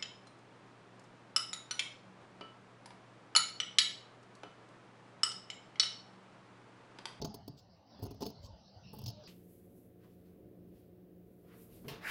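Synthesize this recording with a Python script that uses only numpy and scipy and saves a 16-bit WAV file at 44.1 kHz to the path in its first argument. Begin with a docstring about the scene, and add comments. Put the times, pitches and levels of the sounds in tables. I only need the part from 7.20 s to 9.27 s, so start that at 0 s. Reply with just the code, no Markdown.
"""First comes a quick flurry of crunchy snips and knocks: scissors cut cloth on a wooden table in a quiet room.
Each bite is a short burst of snapping threads that rings the steel and knocks the table top.
Hard slips tick and knock, opening blades rasp, and soft pushes thump the table; a rub and a whistle are faint.
Flickering bands of noise make the rumble of table and room and the thin hiss behind it all."""
import sys
import numpy as np
from scipy import signal
from scipy.fft import rfft, irfft
from scipy.io import wavfile
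from scipy.ndimage import uniform_filter1d

SR = 44100
rng = np.random.default_rng(int(sys.argv[2]) if len(sys.argv) > 2 else 0)


def nominal_scale(level):
    """Amplitude ratio for a level in decibels (scalar or array-like)."""
    x = np.asarray(level, float) / 20
    return 10 ** x


def unload_audio(sound):
    """Save the sound as a 16-bit wav file, at the path given as the first command line argument."""
    columns = np.transpose(np.atleast_2d(sound))
    # keep every value between -1 and 1, then stretch to whole-number steps
    steps = np.round(np.clip(columns, -1, 1) * 32767)
    wavfile.write(sys.argv[1], SR, steps.astype(np.int16))


N = 91507  # length of the scene in samples

# hiss of cloth and room, part above the split: t/s, level/dB
HISS_LEVELS = [(0.0, -74), (0.44, -74.5), (0.65, -77), (0.71, -69.5), (0.9, -69.5), (1.2, -69.5),
               (1.42, -67.5), (1.65, -69.5), (1.78, -65.5), (2.07, -66.5)]
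# hiss, lower edge below the split: t/s, level/dB
HISS_EDGE_LEVELS = [(0, -75), (.3, -86.5), (.42, -83.5), (.66, -84.5), (.69, -75.5), (.88, -73.5),
                    (1.2, -80), (1.3, -82), (1.35, -74.5), (1.52, -81), (1.59, -88), (1.68, -74),
                    (1.8, -71.5), (2.07, -74)]
# tone colour of the hiss: f/Hz, relative level per Hz/dB
HISS_COLOUR = [(2300, -20), (2780, -7), (3300, -13), (4000, -3), (4870, 0), (6000, -9.5), (6500, -31.5),
               (7500, -36)]
# tone colour of the microphone noise: f/Hz, relative level per Hz/dB
MIC_COLOUR = [(6000, -9), (8000, -11.5), (13000, -12), (15200, -2), (16500, -11)]
# rumble of table and room: t/s, bass level/dB, low-mid level/dB
RUMBLE_LEVELS = [(0.0, -50, -58), (0.38, -62.5, -68), (0.52, -61, -65), (0.66, -73.5, -65.5),
                 (0.76, -60.5, -60), (0.96, -56, -64.5), (1.18, -58.5, -62.5), (1.37, -59.5, -66.5),
                 (1.59, -66.5, -63.5), (1.77, -52.5, -66), (2.07, -62, -62)]
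# tone colour of the rumble: f/Hz, relative level per Hz/dB
RUMBLE_COLOUR = [(30, -35), (60, -16.5), (104, -7), (135, -12.5), (200, -8), (300, -14.5), (430, -20),
                 (550, -15.5), (680, -12.5), (820, -17.5), (1100, -25.5), (1500, -31.5), (2300, -36.5)]
# cloth rubbing over the table, one row: t/s, length/s, level before flicker and fade/dB, f/Hz, width/Hz
CLOTH_RUB = (1.628, .15, -71.5, 2740, 280)
# faint high whistle: t/s, f/Hz, peak level/dB
WHISTLE_PATH = [(1.945, 14100, -100), (1.96, 14800, -91), (1.98, 15300, -96), (2.0, 14600, -94),
                (2.03, 13800, -96)]
# dull pushes of blade and hand on the table: t/s, level before a 4 dB lift/dB, f/Hz, push/s
TABLE_PUSHES = [(0.039, -45.5, 135, 0.0055), (0.296, -48, 138, 0.014), (0.824, -43.5, 101.5, 0.021),
                (0.87, -49.5, 68.6, 0.017), (1.199, -53, 82.6, 0.012), (1.242, -49.5, 72.6, 0.009),
                (1.297, -53, 78.5, 0.013), (1.33, -51, 64, 0.0063), (1.563, -54, 99, 0.014),
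                (1.652, -53.5, 133, .01), (1.798, -49, 139, 0.01), (1.834, -45.5, 99, 0.019),
                (1.864, -42.5, 115.7, 0.029)]
# rasps of opening blades: t/s, length/s, level of the blade body/dB, first squeak f/Hz, last squeak f/Hz
BLADE_RASPS = [(0.362, 0.054, -67.5, 8000, 6930), (1.214, 0.074, -65, 6900, 7820)]
# hard slips of the blades: t/s, blade ring level/dB, table knock level/dB
BLADE_SLIPS = [(0.0181, -55.5, -44), (0.0227, -42.5, -34), (.030, -70, -44), (0.0471, -67, -45),
               (0.0493, -42.5, -43), (.281, -65, -44.5), (0.828, -67, -40.5), (0.854, -60.5, -46),
               (0.911, -70, -47), (1.0216, -46, -36.5), (1.0274, -52, -34), (1.0342, -46, -41),
               (1.066, -47, -48)]
# bites: t/s, length/s, blade sizzle level/dB, blade ring level/dB, table knock level/dB
BLADE_BITES = [(0.014, 0.012, -63, -48.5, -38.5), (0.0448, 0.012, -57, -48.5, -38),
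               (0.072, 0.0051, -74, -78, -51), (0.141, 0.012, -55, -55, -47),
               (.277, 0.0085, -58, -54.5, -45), (0.788, 0.018, -79, -78, -52.5),
               (0.822, 0.021, -56.5, -58.5, -46.5), (0.851, 0.018, -64, -61.5, -46.5),
               (0.906, 0.014, -65.5, -62.5, -48), (0.943, 0.0061, -73, -70, -53),
               (1.005, 0.013, -62, -55.5, -44.5), (1.019, 0.014, -58, -51, -38.5),
               (1.043, 0.0051, -68, -59, -56), (1.053, 0.0085, -64, -52, -43.5),
               (1.058, 0.018, -55, -53, -43), (1.082, 0.011, -67, -63, -61),
               (1.1, 0.0065, -63, -58.5, -52.5), (1.73, 0.02, -61, -74, -52),
               (1.762, 0.0048, -63, -92, -54.5), (1.784, 0.012, -58.5, -63.5, -51.5),
               (1.803, 0.027, -67, -73, -58), (1.838, 0.0031, -57, -51, -65),
               (1.859, 0.011, -56.5, -47, -53.5), (1.876, 0.018, -58.5, -47.5, -53),
               (1.9, 0.0042, -61, -54, -50.5), (2.036, 0.0099, -93, -65, -62)]
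# ways the table top, blade body and thin blade edges ring, before each strike's scatter:
# f/Hz, relative level/dB, time to fall by 60 dB/s
TABLE_MODES = [(164, -5.5, 0.11), (220, -3, 0.037), (285, 2.5, 0.083), (364, -1, 0.017), (426, 3.5, 0.046),
               (537, -4, 0.023), (680, -4, 0.053), (782, -8, 0.025), (869.4, -3, 0.041),
               (903, -20.5, 0.019), (1340, -28, 0.09)]
BODY_MODES = [(2830, -14, 0.0089), (3200, -11, 0.013), (3560, -11, 0.024), (4070, -6.5, 0.015),
              (4545, 2, 0.017), (4530, -14.5, 0.11), (4997, 3, 0.017), (5130, -9, 0.072),
              (5340, -1.5, 0.0089), (5730, -1, 0.008), (6370, -11.5, 0.039), (6390, -13.5, 0.021)]
EDGE_MODES = [(7900, -9, 0.015), (9410, -2.5, 0.0064), (10570, -2, 0.0085), (11480, 0, 0.0081),
              (12310, 1, 0.0085), (14680, 6.5, 0.0093), (15300, 4, 0.0051)]

HISS_SPLIT_HZ, RUMBLE_SPLIT_HZ = 3600, 220
MIC_DB = -94
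ROOM_T60_S, ROOM_DB, ROOM_TOP_HZ = 0.34, -15.5, 6300
THUMP_T60_S = 0.078
MODE_SCATTER_DB, MODE_SCATTER = 3.5, 0.011  # spread of mode levels, and of pitch as a share of f
RING_LOW_HZ, RING_TOP_HZ, TABLE_TOP_HZ, SIZZLE_LOW_HZ = 2800, 6900, 1176, 8360
SLIP_TICK_S, SLIP_PUSH_S = 0.0013, 0.00039
SLIP_S, KNOCK_LEAD_S = 0.0031, 0.00057  # contact time for the levels; the knock comes this much early
SNAPS_PER_S, SNAP_SPREAD_DB = 2100, 3.0  # the spread is the average lift of a snap
RISE_S, FALL_S = 0.0013, 0.0039
ONSET_SHARE = 0.47  # share of the bite's swell present at its start and end
LOW_CUT_HZ, TOP_HZ = 38, 15900


def level(x, db):
    """Scale x to an average (rms) level."""
    return x * nominal_scale(db) / np.sqrt(np.mean(x ** 2))


def add(out, x, s):
    """Mix x into out from s seconds on."""
    i = int(s * SR)
    out[i:i + len(x)] += x[:len(out) - i]


def walk(rate):
    """Random levels held 1 / rate s, then smoothed twice."""
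    k = int(SR / rate)
    held = np.repeat(rng.standard_normal(N // k + 1), k)
    return 1.99 * uniform_filter1d(uniform_filter1d(held, k), k)[:N]


def curve(rows, axis):
    """Join the points of one table column with straight lines over time."""
    return np.interp(np.arange(N) / SR, np.array(rows)[:, 0], np.array(rows)[:, axis])


def bandpass(x, order, low_hz, high_hz):
    """Keep only the sound between two frequencies."""
    return signal.sosfilt(signal.butter(order, [low_hz, high_hz], "band", fs=SR, output="sos"), x)


def bed(colour, split, flicker, rate):
    """Coloured noise in sixth-octave bands that flicker alone, summed below and above a split."""
    f = np.arange(N // 2 + 1) * SR / N + 1e-9
    hz, db = np.array(colour).T
    shape = nominal_scale(np.interp(np.log(f), np.log(hz), db, left=-200, right=-200))
    spec = rfft(rng.standard_normal(N)) * shape
    parts = np.zeros((2, N))
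    for centre in split * 2 ** ((np.arange(-20, 22) + .5) / 6):
        if hz[0] / 1.2 < centre < hz[-1] * 1.2:
            # neighbouring bands cross-fade smoothly
            band = np.cos(np.pi / 2 * np.clip(6 * np.log2(f / centre), -1, 1)) ** 2
            parts[int(centre > split)] += irfft(spec * band, N) * nominal_scale(flicker * walk(rate))
    return parts


def hiss():
    """Thin noise of cloth and room with a lower edge that comes and goes, plus microphone noise."""
    low, high = bed(HISS_COLOUR, HISS_SPLIT_HZ, flicker=3.0, rate=24)
    mic = bed(MIC_COLOUR, 5000, flicker=-2.0, rate=20)[1]
    main = level(high, 0) * nominal_scale(curve(HISS_LEVELS, axis=1))
    edge = level(low, 0) * nominal_scale(curve(HISS_EDGE_LEVELS, axis=1))
    return main + edge + level(mic, MIC_DB)


def rumble():
    """Low murmur of the table and the room: noise whose bands flicker unevenly."""
    low, high = bed(RUMBLE_COLOUR, RUMBLE_SPLIT_HZ, flicker=3.0, rate=20)
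    bass = level(low, 0) * nominal_scale(curve(RUMBLE_LEVELS, axis=1))
    low_mid = level(high, 0) * nominal_scale(curve(RUMBLE_LEVELS, axis=2))
    return bass + low_mid


def room(x):
    """The room adds a short, dull tail of decaying noise after each sound."""
    t = np.arange(SR // 2) / SR
    decay = np.exp(-np.log(1000) * t / ROOM_T60_S)
    tail = rng.standard_normal(len(t)) * decay * (t > .004)
    tail = signal.sosfilt(signal.butter(4, ROOM_TOP_HZ, fs=SR, output="sos"), tail)
    tail = tail / np.sqrt(np.sum(tail ** 2))
    return x + signal.fftconvolve(x, tail)[:N] * nominal_scale(ROOM_DB)


def rub():
    """Cloth rubs the table: a narrow hiss starts quickly, flickers and fades."""
    s, length, db, hz, width = CLOTH_RUB
    t = np.arange(N) / SR - s
    noise = bandpass(rng.standard_normal(N), 2, hz - width / 2, hz + width / 2)
    fade = np.clip(t / 0.0057, 0, 1) * np.clip(1 - t / length, 0, 1) ** .4
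    return level(noise, db) * nominal_scale(2.2 * walk(40)) * fade


def whistle():
    """A thin, pure tone arches up and down in pitch."""
    t = np.arange(N) / SR
    on = (t > WHISTLE_PATH[0][0]) & (t < WHISTLE_PATH[-1][0])
    turns = np.cumsum(curve(WHISTLE_PATH, axis=1)) / SR
    return on * nominal_scale(curve(WHISTLE_PATH, axis=2)) * np.sin(2 * np.pi * turns)


def thumps():
    """A soft push swells a low table resonance, which then dies away."""
    out, t = np.zeros(N), np.arange(8192) / SR
    for s, db, hz, push in TABLE_PUSHES:
        fade = np.exp(-np.log(1000) * np.clip(t - push, 0, 1) / THUMP_T60_S)
        env = np.clip(t / 0.0053, 0, 1) * fade
        tone = np.sin(2 * np.pi * (hz * t + rng.random()))
        add(out, nominal_scale(db + 4) * env * tone, s - .005)  # the swell begins 5 ms ahead of the listed time
    return out


def ringing(modes):
    """Ring of a set of modes after one tap, struck at a slightly new place each time."""
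    t, (hz, db, t60) = np.arange(8192)[:, None] / SR, np.array(modes).T
    scatter = rng.standard_normal((2, len(hz)))
    loudness = nominal_scale(db + MODE_SCATTER_DB * scatter[0])
    decay = np.exp(-np.log(1000) * t / t60)
    tones = np.sin(2 * np.pi * hz * (1 + MODE_SCATTER * scatter[1]) * t)
    return (loudness * decay * tones).sum(1)


def struck(force, modes, length, db):
    """The force rings the modes; db spreads the whole ring's energy over the contact time."""
    x = signal.fftconvolve(force, ringing(modes))
    return x * nominal_scale(db) / np.sqrt(np.sum(x ** 2) / (length * SR))


def wood(force, length, db):
    """The cloth softens the blow before it reaches the table and makes it ring."""
    soft = signal.sosfilt(signal.butter(3, TABLE_TOP_HZ, fs=SR, output="sos"), force)
    return struck(soft, TABLE_MODES, length, db)


def steel(force, length, db):
    """The blade body rings, driven only in the range around its modes."""
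    return struck(bandpass(force, 3, RING_LOW_HZ, RING_TOP_HZ), BODY_MODES, length, db)


def thin(force, length, db):
    """The thin blade edges sizzle, driven by the sharpest part of the force."""
    sharp = signal.sosfilt(signal.butter(3, SIZZLE_LOW_HZ, "high", fs=SR, output="sos"), force)
    return struck(sharp, EDGE_MODES, length, db)


def rasps():
    """Steel slides on steel: noise in the blade modes plus a narrow gliding squeak."""
    out, t = np.zeros(N), np.arange(4096) / SR
    for s, length, db, first_hz, last_hz in BLADE_RASPS:
        env = np.sin(np.pi * np.clip(t / length, 0, 1)) ** 1.4
        noise = rng.standard_normal((2, 4096))
        flecks = noise[1] * np.abs(noise[1]) ** 1.8  # the strongest grains stand out
        hz = first_hz + (last_hz - first_hz) * np.clip(t / length, 0, 1)
        slow_noise = uniform_filter1d(noise[0], int(SR / 700))
        squeak = env * slow_noise * np.sin(2 * np.pi * np.cumsum(hz) / SR)
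        scrape = env * flecks
        add(out, steel(scrape, length, db) + thin(scrape, length, db - 14.5), s)
        add(out, squeak * nominal_scale(db - 13) / np.sqrt(np.sum(squeak ** 2) / (length * SR)), s)
    return out


def slips():
    """One hard jolt: a short scrape in the steel and a rounded push on the wood."""
    out, t = np.zeros(N), np.arange(1024) / SR
    for s, ring_db, knock_db in BLADE_SLIPS:
        tick = rng.standard_normal(len(t)) * np.sin(np.pi * np.clip(t / SLIP_TICK_S, 0, 1))
        push = -np.sin(np.pi * np.clip(t / SLIP_PUSH_S, 0, 1))
        add(out, steel(tick, SLIP_S, ring_db), s)
        add(out, wood(push, SLIP_S, knock_db), s - KNOCK_LEAD_S)
    return out


def burst(length, rise, fall):
    """Strength of a bite: quick start, swell to the middle, exponential fall after its end."""
    t = np.arange(4096) / SR
    swell = ONSET_SHARE + (1 - ONSET_SHARE) * np.sin(np.pi * np.clip(t / length, 0, 1))
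    return np.clip(t / rise, 0, 1) * swell * np.exp(-np.clip(t - length, 0, 1) / fall)


def bites():
    """Threads snap in a dense run of clicks that shakes blades and table."""
    out = np.zeros(N)
    for s, length, sizzle_db, ring_db, knock_db in BLADE_BITES:
        u = rng.random((3, 4096))
        happens = u[0] < SNAPS_PER_S / SR
        strength = nominal_scale(-SNAP_SPREAD_DB * np.log(u[1]))
        snaps = happens * strength * np.sign(u[2] - .5)  # each pushes either way
        force = (snaps + 0.15 * rng.standard_normal(4096)) * burst(length, RISE_S, FALL_S)
        blades = thin(force, length, sizzle_db) + steel(force, length, ring_db)
        add(out, blades + wood(force, length, knock_db), s)
    return out


def scene():
    """Scissors and thumps sound in the room; whistle, rub, rumble and hiss join without its tail."""
    in_room = room(bites() + slips() + rasps() + thumps())
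    return (in_room + whistle() + rub() + rumble() + hiss())[None]


def roll_off(x):
    """The treble ends steeply here."""
    return signal.sosfilt(signal.butter(12, 16800, fs=SR, output="sos"), x)


def record(dry):
    """The phone cuts the deep bass and the top."""
    x = signal.sosfilt(signal.butter(4, LOW_CUT_HZ, "high", fs=SR, output="sos"), dry)
    x = signal.sosfilt(signal.ellip(8, .2, 60, TOP_HZ, fs=SR, output="sos"), x)
    return roll_off(x)


dry = scene()
out = record(dry)
unload_audio(out)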